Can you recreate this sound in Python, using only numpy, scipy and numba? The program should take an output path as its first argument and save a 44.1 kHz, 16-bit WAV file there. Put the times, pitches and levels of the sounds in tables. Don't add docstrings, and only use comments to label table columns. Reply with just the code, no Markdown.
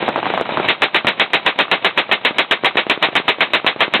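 import sys
import numpy as np
from scipy import signal
from scipy.fft import rfft, irfft
from scipy.io import wavfile
from scipy.ndimage import uniform_filter1d
from numba import njit

SR = 44100
rng = np.random.default_rng(int(sys.argv[2]) if len(sys.argv) > 2 else 0)


def unload_audio(sound):
    columns = np.transpose(np.atleast_2d(sound))
    steps = np.round(np.clip(columns, -1, 1) * 32767)
    wavfile.write(sys.argv[1], SR, steps.astype(np.int16))


N = 176400


def undb(db):
    return 10 ** (np.asarray(db) / 20)


def unit_rms(x):
    return x / np.sqrt(np.mean(x ** 2))


def add(out, start_s, x):
    i = max(int(start_s * SR), 0)
    part = x[:max(N - i, 0)]
    out[i:i + len(part)] += part


def cut(x, hz, kind, order=2):
    return signal.sosfilt(signal.butter(order, hz, kind, fs=SR, output="sos"), x)


def ring(x, hz, width_hz):
    return signal.lfilter(*signal.iirpeak(hz, hz / width_hz, fs=SR), x)


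def noise(colour, size):
    hz, db = np.array(colour, float).T
    bins_hz = np.maximum(np.arange(size // 2 + 1) * SR / size, 1)
    gain = undb(np.interp(np.log(bins_hz), np.log(hz), db)) / (1 + (bins_hz / 5000) ** 16)
    return unit_rms(irfft(rfft(rng.standard_normal(size)) * gain, size))


def fade(t, t60_s):
    return np.exp(-np.log(1000) * t / t60_s)


def muzzle_wave(t, push_ms):
    u = t * 1000 / push_ms
    return (1 - u) * np.exp(-u)


# freq_hz, level_db
DISTANT_EQ = [(18, -52), (30, -26), (124, -4.5), (302, -2), (418, 1), (652, 1), (978, 0), (1500, -7.5),
              (1830, -5), (2240, -5.5), (2430, -3), (2640, -6), (3800, -7.5), (4940, -38.5), (8360, -120)]
# start_s, length_s, pitch_hz, level_db
FAR_BOOM = (0.7, 0.03, 161, -24)


def distant_fire(pops_per_s=110, wash_db=-26.7, pops_db=-27.5):
    chance = rng.random((int(pops_per_s * N / SR), 2))
    triggers = np.zeros(N)
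    np.add.at(triggers, (chance[:, 0] * N).astype(int), undb(-16 * chance[:, 1]))
    t = np.arange(SR // 10) / SR
    pop = noise(DISTANT_EQ, len(t)) * fade(t, t60_s=.03)
    pops = signal.fftconvolve(triggers, pop)[:N]
    out = undb(wash_db) * noise(DISTANT_EQ, N) + undb(pops_db) * unit_rms(pops)
    start_s, length_s, pitch_hz, level_db = FAR_BOOM
    rumble = unit_rms(ring(ring(rng.standard_normal(N), pitch_hz, 55), pitch_hz, 55))
    swell = signal.windows.tukey(int(length_s * SR))
    add(out, start_s, undb(level_db) * swell * rumble[:len(swell)])
    return out


# start_s, level_db, half_cycle_ms, reflections_db
LINE_SHOTS = [(0.0263, -4, 1.37, -11), (.0800, -3, .7, -11.5), (.0880, 0, 0.99, -10), (0.159, 0.5, .55, -8),
              (.1780, 0, 1.1, -9), (0.189, -7, .7, -10), (0.229, -3.5, .6, -11), (0.2563, -5, .5, -10),
              (.2658, -8, 0.58, -12), (.3020, -6.5, 0.96, -11), (.3380, -6, 0.67, -12),
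              (0.3759, -1.5, 0.57, -9), (0.3981, -4.5, 0.91, -12), (.4112, 4, 1.05, -15),
              (0.457, -10, .4, -9), (0.4913, -4, 0.96, -8.5), (0.5716, -3, 0.51, -9),
              (.5990, -4.5, 1.3, -13), (0.6445, -9.5, 0.62, -13), (1.0466, 4.5, 2.0, -10),
              (1.681, -9, .4, -6), (2.0926, -6, .9, -7), (2.308, 4, 1.7, -13), (2.6362, 4, 1.3, -14),
              (2.7554, 3, 1.55, -17), (2.8667, 1.5, 1.36, -19), (2.9752, 3.5, 1.47, -17),
              (3.0861, 2.5, 1.5, -18), (3.1297, -8.5, 1.0, -10), (3.1996, 3.5, 1.4, -18),
              (3.3845, -8, 1.1, -13), (3.6451, 2, 1.54, -12.5), (3.7614, 2, 1.4, -14),
              (3.8793, 2, 1.5, -19), (3.9950, 4, 1.4, -13.5)]
# freq_hz, level_db
SPRAY_EQ = [(60, -23), (160, -2), (300, 0.5), (480, -6), (640, 4), (900, -1), (1300, -1.5), (2000, -9),
            (3700, -17.5)]


def other_guns(decay_ms=1.2, gain_db=.4):
    size = SR // 5
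    t, out = np.arange(size) / SR, np.zeros(N)
    ms = t * 1000
    snap = .3 * muzzle_wave(t, push_ms=.2)
    for start_s, level_db, half_cycle_ms, reflections_db in LINE_SHOTS:
        wave = snap + np.cos(np.pi * ms / half_cycle_ms) * np.exp(-ms / decay_ms)
        wave = cut(cut(wave, 100, "high", order=1), 2600, "low", order=1)
        spray = undb(reflections_db) * noise(SPRAY_EQ, size) * fade(t, t60_s=.092)
        add(out, start_s, undb(level_db) * (1.15 * wave / np.abs(wave).max() + .61 * spray))
    return undb(gain_db) * out


# start_s, level_db
BURST_ROUNDS = [(.6855, 1.5), (.8195, 0), (0.9447, 0), (1.069, -3), (1.1969, -0.5), (1.3331, -0.5),
                (1.4626, -1), (1.5883, -2.5), (1.7137, -0.5), (1.8455, 0), (1.975, 1.5), (2.1133, -1),
                (2.2486, 0), (2.3832, -1.5), (2.51, 1.5), (2.6454, 1), (2.7702, -1), (2.8969, -0.5),
                (3.0252, -1), (3.1534, -2), (3.28, -3), (3.4063, -2.5), (3.5342, -1.5), (3.6641, 1),
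                (3.8054, -1.5), (3.9373, -3)]
# freq_hz, level_db
BODY_EQ = [(29, -57.5), (50, -33), (217, -10.5), (335, -4.5), (547, -5), (976, -5), (1430, -5.5),
           (2210, -2.5), (2420, -5), (2600, -1), (2740, -5), (3170, -4), (3800, -5.5), (4940, -26.5),
           (8360, -120)]
# freq_hz, level_db
TAIL_EQ = [(50, -33.5), (120, -7.5), (300, 1.5), (700, -2.5), (1400, 3), (2200, -0.5), (3700, 4)]
# delay_s, centre_hz, width_hz, level_db
SLAP_ECHOES = [(.0195, 850, 900, -6.5), (.0635, 1210, 400, -11), (.081, 600, 1400, -18.5)]
# pitch_hz, width_hz, boost_db
BLAST_PEAKS = [(615, 35, 3.5), (783, 28, 6), (1157, 30, 3), (1584, 37, 3.5), (1884, 72, 1), (2082, 30, 3),
               (2252, 50, 3), (2588, 46, 1.5)]


def machine_gun(hold_s=.02, fall_db_per_s=482, tail_db=-22.5, gain_db=4.6):
    size = SR // 3
    t, out = np.arange(size) / SR, np.zeros(N)
    body_envelope = undb(-fall_db_per_s * np.maximum(t - hold_s, 0))
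    common_body = noise(BODY_EQ, size)
    share = .38
    crack = undb(-1) * cut(muzzle_wave(t, push_ms=.35), 430, "high")
    for start_s, level_db in BURST_ROUNDS:
        body = np.sqrt(share) * common_body + np.sqrt(1 - share) * noise(BODY_EQ, size)
        tail = undb(tail_db) * noise(TAIL_EQ, size) * fade(t, t60_s=.35)
        add(out, start_s, undb(level_db) * (crack + body * body_envelope + tail))
        for delay_s, centre_hz, width_hz, slap_db in SLAP_ECHOES:
            slap = ring(ring(crack, centre_hz, width_hz), centre_hz, width_hz)
            add(out, start_s + delay_s, undb(level_db + slap_db) * slap / np.abs(slap).max())
    ringing = sum((undb(boost_db) - 1) * ring(out, pitch_hz, width_hz)
                  for pitch_hz, width_hz, boost_db in BLAST_PEAKS)
    return undb(gain_db) * (out + ringing)


@njit
def gain_reduction_db(over_db, attack_s, hold_s, release_db_per_s):
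    attack = 1 - np.exp(-1 / (attack_s * SR))
    out, duck_db, hold_left = np.empty(len(over_db)), 0., 0.
    for i in range(len(over_db)):
        if over_db[i] > duck_db:
            duck_db += attack * (over_db[i] - duck_db)
            hold_left = hold_s * SR
        elif hold_left > 0:
            hold_left -= 1
        else:
            duck_db = max(duck_db - release_db_per_s / SR, 0.)
        out[i] = duck_db
    return out


def scene():
    return (machine_gun() + other_guns() + distant_fire())[None]


def record(dry, threshold_rms=.315, makeup=1.36, soft_ceiling=.85, hard_ceiling=.725):
    x = cut(cut(dry[0], 105, "high"), 5300, "low", order=4)
    power = np.abs(uniform_filter1d(x ** 2, 1 + int(.003 * SR)))
    over_db = 10 * np.log10(power / threshold_rms ** 2 + 1e-12)
    x = x * undb(-gain_reduction_db(over_db, attack_s=.00017, hold_s=.077, release_db_per_s=204))
    x = soft_ceiling * np.tanh(makeup * x / soft_ceiling)
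    x = cut(cut(x, 35, "high", order=1), 4054, "low", order=20)
    x = np.clip(x, -hard_ceiling, hard_ceiling)
    top_cut = signal.ellip(8, .2, 70, 16000, fs=SR, output="sos")
    return signal.sosfilt(top_cut, x)[None]


dry = scene()
out = record(dry)
unload_audio(out)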